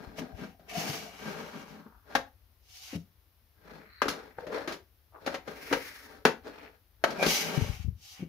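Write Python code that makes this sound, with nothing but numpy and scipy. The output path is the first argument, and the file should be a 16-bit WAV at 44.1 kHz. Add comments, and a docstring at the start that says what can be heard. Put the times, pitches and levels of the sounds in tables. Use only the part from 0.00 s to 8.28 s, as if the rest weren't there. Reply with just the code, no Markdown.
"""Flat pencil tins and cases slide about and are set down in a wooden shelf, close to a hand-held camera in a small room.
Each knock is a hard contact, a dying rattle of pencils and the ring of case, boards and struck panel.
Cases shoved over the wood stick and slip; rubs sound at a case's resonance, narrow or broad; one case hisses on another.
A fleece sleeve brushes past the microphone as flicking fibres, and soft thuds bump the camera body.
Every shove, rub and brush is one hand stroke that gathers speed, coasts and stops; the room adds short reflections."""
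import sys
import numpy as np
from scipy import signal
from scipy.fft import rfft, irfft
from scipy.io import wavfile
from scipy.ndimage import uniform_filter1d

SR = 44100
rng = np.random.default_rng(int(sys.argv[2]) if len(sys.argv) > 2 else 0)


def materialize(psi):
    """Save the field psi as 16-bit PCM at rate SR to the path in sys.argv[1].

    A 1-D psi becomes a single channel; in a 2-D psi each row is a channel.
    """
    bounded = np.clip(np.atleast_2d(psi).T, -1, 1)
    quanta = np.round(bounded * 32767).astype(np.int16)
    wavfile.write(sys.argv[1], SR, quanta)


N = 365148  # samples

# colour of the room tone: (f/Hz, level/dB)
ROOM_TONE_COLOUR = [(25, -22), (52, -2), (98, -6.5), (130, -25), (5500, -35.5), (7900, -47.5),
                    (11800, -31.5)]
# shoves of a case over the wood, levels before the layer trims:
# (fastest at t/s, speeding up t/s, slowing down t/s, peak level/dB, bass against that level/dB)
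SHOVES = [(0.01, 0.079, 0.23, -50, 5.5), (0.22, 0.1, 0.11, -48, 6), (0.44, 0.092, 0.062, -46.5, 6),
          (0.85, 0.18, 0.31, -43.5, 4.5), (1.3, 0.14, 0.43, -43.5, 3.5), (1.57, 0.057, 0.09, -49.5, 8.5),
          (1.77, 0.1, 0.13, -55, 7), (2.15, 0.085, 0.008, -46.5, -8), (3.74, 0.15, 0.15, -50.5, 3),
          (4.12, 0.027, 0.2, -45, -13), (4.405, 0.035, 0.087, -50, -10), (4.56, 0.065, 0.13, -37.5, -15),
          (4.73, 0.052, 0.026, -38, -10), (5.33, 0.12, 0.036, -42, -8), (5.49, 0.03, 0.087, -42, -8),
          (5.7, 0.26, 0.28, -49, -11), (6.11, 0.11, 0.17, -54, -16), (6.485, 0.055, 0.068, -46, -16),
          (6.61, 0.12, 0.15, -51, -8.5), (7.08, 0.012, 0.12, -39.5, 5), (7.26, 0.18, 0.22, -36.5, 2.5),
          (7.52, 0.14, 0.19, -37.5, 3.5)]
# colour of an edge scraping on wood: (f/Hz, level/dB)
SCRAPE_COLOUR = [(100, -5), (220, -2), (550, -13.5), (720, -15.5), (1700, -17.5), (2900, -27.5),
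                 (5500, -14.5), (8100, -30), (10600, -28), (15500, -32)]
# rings of case and shelf boards, levels relative to each other: (f/Hz, level/dB, 60 dB decay t/s)
BOARD_RINGS = [(236, -7.5, 0.03), (426, -6.5, 0.064), (541.3, 0, 0.084), (773.4, -0.5, 0.1),
               (896, -0.5, 0.066), (1600, 2, 0.057), (4240, 1.5, 0.091)]
# rubs at a case's resonance, narrow or broad, some loud and under a shove:
# (fastest at t/s, speeding up t/s, slowing down t/s, peak level/dB, f/Hz, half width as a share of f)
RUBS = [(0.25, 0.36, 0.6, -58, 712, 0.094), (0.8, 0.12, 0.3, -43.5, 684, 0.097),
        (1.3, 0.18, 0.76, -53, 1063, 0.43), (3.77, 0.19, 1, -59, 1660, 0.39),
        (4.005, 0.15, 0.011, -60.5, 4200, 0.062), (4.55, 0.14, 0.16, -39.5, 518, 0.18),
        (4.565, 0.069, 0.086, -40.5, 1390, .5), (5.168, 0.045, 0.037, -51, 676, 0.83),
        (6.66, 0.25, 0.086, -57, 1860, .5), (7.235, .08, .03, -34, 640, 0.23),
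        (7.228, 0.043, .03, -32.5, 2360, 0.044), (7.33, 0.18, 0.23, -40.5, 2310, .13)]
# soft bumps on the camera body, levels before the trim: (t/s, peak level/dB, f/Hz)
BUMPS = [(0.067, -42, 66.6), (0.216, -32.5, 247), (0.325, -37, 59), (.426, -39, 213), (.769, -30.5, 173),
         (.892, -32.5, 146.5), (1.857, -46.5, 227), (2.927, -38, 286), (2.95, -27, 172),
         (7.571, -22.5, 136), (7.609, -22, 94), (7.688, -25.5, 72.5), (7.791, -29.5, 69.5),
         (7.842, -25.5, 67.8), (7.874, -27, 82), (8.193, -38.5, 181), (8.22, -30.5, 177)]
# sleeve past the microphone, levels before the layer trims:
# (fastest at t/s, speeding up t/s, slowing down t/s, peak level/dB, fizz against that level/dB)
BRUSHES = [(0.195, 0.033, 0.022, -50, 0.5), (0.415, 0.083, 0.11, -56.5, -4),
           (0.703, 0.02, 0.22, -50.5, -2.5), (0.82, 0.1, 0.27, -42.5, 3), (1.31, 0.32, 0.49, -53.5, -1.5),
           (2.83, .16, .17, -60, 10.5), (2.962, .11, .012, -51.5, -1), (7.33, 0.12, 0.15, -37.5, 6.5),
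           (7.44, 0.16, 0.39, -43.5, 0), (8.1, 0.11, 0.14, -64.5, 12.5), (8.2, 0.087, 0.076, -57, -11)]
# colour of fleece fibres: (f/Hz, level/dB)
FLEECE_COLOUR = [(300, -4.5), (600, -23.5), (1200, -11), (2500, -5), (3600, -12.5), (6200, -13),
                 (8100, -26.5), (11000, -23.5), (15500, -8)]
# hollows of the camera body that the cloth excites: (f/Hz, width f/Hz, level/dB)
HOLLOWS = [(741, 300, 15.5), (2270, 145, 7.5), (2910, 490, 4.5)]
# knocks: (t/s, loudest level/dB, panel ring f/Hz, bass level/dB, treble level/dB, pencils settling t/s)
KNOCKS = [(0.184, -36.5, 650, 30, 0, 0.029), (0.595, -54, 655, 34, 10, 0.027),
          (2.1517, -19, 793, 11, 5, 0.012), (2.931, -40.5, 345, 30, 3, 0.013),
          (4.018, -18.5, 1220, 7, 1, 0.012), (4.0555, -30.5, 426, 18, -1, 0.043),
          (4.083, -25.5, 1340, 19.5, 18, 0.024), (4.384, -34, 500, 16.5, -24, 0.0031),
          (4.468, -38.5, 533, 24.5, 2, 0.016), (4.676, -31.5, 350, 12.5, 8, 0.028),
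          (4.723, -38, 417, 16, 17, 0.02), (5.263, -32, 558, 11, 13, 0.015),
          (5.274, -27, 555, 9.5, -2, 0.0083), (5.343, -31, 558, 11, 4.5, 0.016),
          (5.477, -37.5, 510, 24.5, 5, 0.015), (5.712, -28.5, 301, 15.5, -24, 0.021),
          (5.727, -20, 486, 9, 4, 0.014), (6.2517, -13, 452, 2.5, 5.5, 0.0045),
          (6.255, -19.5, 248, 7, 5.5, 0.019), (7.039, -16.5, 673, 7.5, 2.5, 0.0083),
          (7.105, -35.5, 647, 17, 13, 0.013), (7.227, -22.5, 550, 13.5, 8.5, 0.019),
          (7.263, -21.5, 223, 30, 17, 0.0065)]
# colour of contact and rattle: (f/Hz, level/dB)
KNOCK_COLOUR = [(125, -23), (240, -9), (600, -1.5), (1500, 0.5), (2200, -4), (3200, -11), (5800, -17.5),
                (7000, -23), (8200, -37), (10500, -27.5), (15500, -35.5)]
# one smooth case drawn along another: (fastest at t/s, speeding up t/s, slowing down t/s)
GLIDE_STROKE = (5.782, 0.29, 0.39)
# colour of the hiss between smooth faces: (f/Hz, level/dB)
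GLIDE_COLOUR = [(500, -11), (2000, -8), (5500, -3), (8100, -19), (10000, -10.5)]
# decay of the room: (f/Hz, 60 dB decay t/s)
ROOM_DECAY = [(200, 0.26), (15000, 0.19)]
# likeness of the two microphone ports: (f/Hz, left-right correlation)
PORT_LIKENESS = [(220, 1), (500, 0.71), (1000, 0.37), (2500, 0.074), (6000, 0.2)]
# balance of the two microphone ports: (f/Hz, left minus right level/dB)
PORT_BALANCE = [(60, 8.5), (250, 4.5), (600, 5), (2000, 4), (5500, 0), (9000, 3.5)]

# level of a stroke against its peak, one speeding-up time before it and one slowing-down time after it
SET_OFF_DB, RUN_OUT_DB = -18.5, -16
PICK_UP, COAST = 2.03, 1.39  # powers of time by which a stroke nears its peak and leaves it
STOP_DB_PER_S = 331.5  # how fast the rubbing dies once the hand has stopped


def amp(db):
    """Decibels to gain."""
    return 10 ** (np.asarray(db) / 20)


def unit(x):
    """Scales to an rms of one."""
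    return x / np.sqrt(np.mean(x ** 2) + 1e-20)


def read(points, hz):
    """Reads a table along a logarithmic frequency axis."""
    f, value = np.transpose(points)
    return np.interp(np.log(hz + 1), np.log(f + 1), value)


def bins(x):
    """Frequencies of the spectrum of x, in Hz."""
    return np.fft.rfftfreq(x.shape[-1], 1 / SR)


def add(mix, start_s, sound):
    """Mixes a two-channel sound in from start_s."""
    part = mix[:, max(round(start_s * SR), 0):][:, :sound.shape[1]]
    part += sound[:, :part.shape[1]]


def coloured(x, db):
    """Minimum-phase filter with a gain in dB for each bin: nothing sounds before its cause."""
    log_gain = np.log(amp(np.r_[db, db[-2:0:-1]]))
    response = np.exp(np.conj(signal.hilbert(log_gain)))[:len(db)]
    return irfft(rfft(x) * response)


def band(x, lo_hz, hi_hz):
    """Band-pass with fairly steep skirts."""
    return signal.sosfilt(signal.butter(3, [lo_hz, hi_hz], "band", fs=SR, output="sos"), x)


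def wander(rate_hz):
    """Smooth chance with an rms of one; faster movement than rate_hz fades out."""
    noise = rng.standard_normal(N)
    return unit(irfft(rfft(noise) * np.exp(-(bins(noise) / rate_hz) ** 2)))


def ports(x):
    """Two unrelated signals become a microphone pair: alike in the bass, the left mostly louder."""
    hz, (a, b) = bins(x), rfft(x)
    same = np.clip(read(PORT_LIKENESS, hz), -1, 1)
    lean_db = read(PORT_BALANCE, hz) / 2
    left = a * amp(lean_db)
    right = (same * a + np.sqrt(1 - same ** 2) * b) * amp(-lean_db)
    return irfft([left, right])


def stroke(peak_s, rise, fall):
    """Gain of one hand movement: it gathers speed until peak_s, coasts, then stops."""
    t = np.arange(N) / SR - peak_s
    early = np.clip(-t / rise, 0, 5)
    late = np.clip(t / fall, 0, 1)
    stopped_s = np.clip(t - fall, 0, 1)
    return amp(SET_OFF_DB * early ** PICK_UP + RUN_OUT_DB * late ** COAST - STOP_DB_PER_S * stopped_s)


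def strokes(rows):
    """Overlapping movements add in power; returns their gain and the tone of those under way, in dB."""
    power, tone = np.zeros(N), np.zeros(N)
    for peak_s, rise, fall, peak_db, tone_db in rows:
        one = (amp(peak_db) * stroke(peak_s, rise, fall)) ** 2
        power += one
        tone += one * amp(tone_db) ** 2
    return np.sqrt(power), 10 * np.log10((tone + 1e-20) / (power + 1e-20))


def slips(per_s, spread_db):
    """Random tiny slips of uneven size, as sparse impulses of either sign."""
    happens = rng.random(N) < per_s / SR
    size = amp(spread_db * np.minimum(rng.exponential(1, N), 4)) * happens
    return unit(size * rng.standard_normal((2, N)))


def boards(x, ring_db):
    """Adds the decaying resonances of case and shelf to whatever shakes them."""
    t = np.arange(SR // 3) / SR
    ring = sum(amp(db - 60 * t / t60) * np.cos(2 * np.pi * hz * t) for hz, db, t60 in BOARD_RINGS)
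    ring /= np.linalg.norm(ring)
    return x + amp(ring_db) * signal.fftconvolve(x, ring[None], axes=1)[:, :x.shape[1]]


def cubby(x, echo=0.66, longest_s=.009, count=7):
    """Close walls return the sound within milliseconds; the comb in its spectrum drifts slowly at random."""
    n, out = np.arange(N), x.copy()
    delay = longest_s * SR * (1 + .03 * wander(rate_hz=3))  # samples
    for side in range(2):
        for share, sign in zip(rng.uniform(.1, 1, count), rng.choice([-1, 1], count)):
            reflection = np.interp(n - share * delay, n, x[side])
            out[side] += sign * echo / np.sqrt(count) * reflection
    return out


def room_tone(level_db=-62.5):
    """Low hum of the house and faint microphone hiss, both as coloured noise."""
    noise = rng.standard_normal((2, N))
    return amp(level_db) * unit(ports(coloured(noise, read(ROOM_TONE_COLOUR, bins(noise)))))


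def scrapes(level_db=2, bass_db=-2.0, grit_db=-15, judder_db=1.8, scuff_db=1.5):
    """A sliding edge sticks and slips: the boards growl in uneven scuffs under a hiss of grit."""
    push, weight_db = strokes(SHOVES)
    drive = slips(per_s=4500, spread_db=2) * amp(judder_db * wander(rate_hz=55))
    shaken = boards(drive, ring_db=-18.5)
    rub = cubby(ports(coloured(shaken, read(SCRAPE_COLOUR, bins(drive)))))
    scuffs = amp(scuff_db * wander(rate_hz=20))
    growl = unit(band(rub, 160, 340) * scuffs) * amp(bass_db + weight_db)
    wood = unit(band(rub, 289, 3600)) * amp(level_db)
    grit = unit(band(rub, 2600, 16000)) * amp(grit_db)
    return push * (growl + wood + grit)


def rubs(rough_db=3.0):
    """Small, uneven catches sound at a case's resonance, narrow or broad, some loud and under a shove."""
    catches = slips(per_s=1500, spread_db=2) * amp(rough_db * wander(rate_hz=30))
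    out = np.zeros((2, N))
    for peak_s, rise, fall, peak_db, hz, width in RUBS:
        resonance = unit(band(catches, hz / (1 + width), hz * (1 + width)))
        out += amp(peak_db) * stroke(peak_s, rise, fall) * resonance
    return ports(out)


def bumps(level_db=-5, swell_s=0.0085, roughness=0.68, port_db=19, port_hz=146):
    """Padded blows: a swelling thud. The deepest are cloth landing right on the left microphone port."""
    out, t = np.zeros((2, N)), np.arange(SR // 5) / SR
    envelope = t / swell_s * np.exp(1 - t / swell_s)
    for start_s, peak_db, hz in BUMPS:
        tone = np.sqrt(2) * np.sin(2 * np.pi * hz * t)
        rough = unit(band(rng.standard_normal(len(t)), hz / 2, hz * 2))
        thud = (tone + roughness * rough) * envelope
        sides = amp([[0], [-port_db if hz < port_hz else -5]])
        add(out, start_s, amp(peak_db + level_db) * sides / sides.mean() * thud)
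    return out


def sleeve(level_db=4.5, fizz_trim_db=3, flutter_db=1.5):
    """Countless fibres flick over the camera and sound its hollows; each brush has its own share of fizz."""
    speed, fizz_db = strokes(BRUSHES)
    fibres = slips(per_s=14000, spread_db=1) * amp(flutter_db * wander(rate_hz=18.5))
    hz = bins(fibres)
    hollows_db = sum(db / (1 + (2 * (hz - f) / width) ** 2) for f, width, db in HOLLOWS)
    cloth = cubby(ports(coloured(fibres, read(FLEECE_COLOUR, hz) + hollows_db)))
    brush = unit(band(cloth, 520, 4000)) * amp(level_db)
    fizz = unit(band(cloth, 3620, 11960)) * amp(fizz_db + fizz_trim_db)
    return speed * (brush + fizz)


def knock(peak_db, panel_hz, bass_db, treble_db, settle_s,
          contact=0.31, panel_db=-5, panel_cycles=19, bass_hz=380, treble_hz=2600):
    """One hard contact, a fast dying rattle of pencils, and the short ring of the struck panel."""
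    t = np.arange(16384) / SR
    envelope = np.exp(-t / settle_s) - np.exp(-t / 0.0011)
    uneven = amp(3.7 * rng.standard_normal(len(t)))
    rattle = rng.standard_normal((2, len(t))) * uneven * envelope
    rattle /= np.linalg.norm(rattle, axis=1, keepdims=True)
    rattle[0, 0] += contact  # in the signal that both ports share
    hz = bins(rattle)
    shelves_db = bass_db / (1 + (hz / bass_hz) ** 4) + treble_db * hz ** 4 / (hz ** 4 + treble_hz ** 4)
    clack = ports(coloured(boards(rattle, ring_db=-20.0), read(KNOCK_COLOUR, hz) + shelves_db))
    ring = np.sin(2 * np.pi * panel_hz * t) * amp(-60 * t * panel_hz / panel_cycles)  # 60 dB in panel_cycles
    panel = unit(band(ring, panel_hz / 2, panel_hz * 2)) * amp([[2], [-2]])  # leans left
    fade = np.cos(np.pi / 2 * t / t[-1]) ** 2
    sound = (unit(clack) + amp(panel_db) * panel) * fade
    loudest = uniform_filter1d(sound.mean(0) ** 2, size=350).max()  # power over about 8 ms
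    return amp(peak_db) * sound / np.sqrt(loudest)


def knocks():
    """Cases meet the shelf and each other."""
    out = np.zeros((2, N))
    for start_s, *blow in KNOCKS:
        add(out, start_s, knock(*blow))
    return out


def glide(level_db=-46, hiss_db=-1, width_hz=1100, top_hz=2130, sink_hz_per_s=1400, rough_db=2.0):
    """Smooth faces hiss along each other, catching unevenly, through a broad resonance that sinks as they part."""
    peak_s, rise, fall = GLIDE_STROKE
    speed = stroke(peak_s, rise, fall)
    hz = top_hz - sink_hz_per_s * np.clip(np.arange(N) / SR - peak_s, 0, fall)
    noise = rng.standard_normal((2, N)) * amp(rough_db * wander(rate_hz=29))
    # shift the moving resonance down to 0 Hz, filter there, and shift back
    turn = np.exp(2j * np.pi * np.cumsum(hz) / SR)
    r = np.exp(-np.pi * width_hz / SR)
    rub = signal.lfilter([1], [1, -2 * r, r * r], noise / turn) * turn
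    hiss = coloured(noise[::-1], read(GLIDE_COLOUR, bins(noise)))  # channels swapped
    return amp(level_db) * speed * ports(unit(rub.real) + amp(hiss_db) * unit(hiss))


def room(x, build_up_s=0.015):
    """Dense reflections of a small furnished room, the treble dying first."""
    hz, t, z = signal.stft(rng.standard_normal((2, SR // 2)), SR, nperseg=256)
    decay = amp(-60 * t / read(ROOM_DECAY, hz)[:, None])
    tail = signal.istft(z * decay, SR, nperseg=256)[1]
    tail *= 1 - np.exp(-(np.arange(tail.shape[1]) / SR / build_up_s) ** 2)
    tail = ports(tail / np.linalg.norm(tail[0]))
    return signal.fftconvolve(x.mean(0)[None], tail, axes=1)[:, :N]


def scene():
    """The shelf sounds into the room; sleeve and bumps are close and slightly drier."""
    shelf = scrapes() + rubs() + knocks() + glide()
    close = bumps() + sleeve()
    return room_tone() + shelf + close + room(amp(-10.5) * shelf + amp(-13.0) * close)


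def record(dry, low_cut_hz=42, edge_hz=15650):
    """The recorder's low cut and band limit."""
    dry = signal.sosfilt(signal.butter(3, low_cut_hz, "high", fs=SR, output="sos"), dry)
    band_limit = signal.firwin(511, edge_hz, window=("kaiser", 9), fs=SR)
    return signal.oaconvolve(dry, band_limit[None], "same", axes=1)


dry = scene()
out = record(dry)
materialize(out)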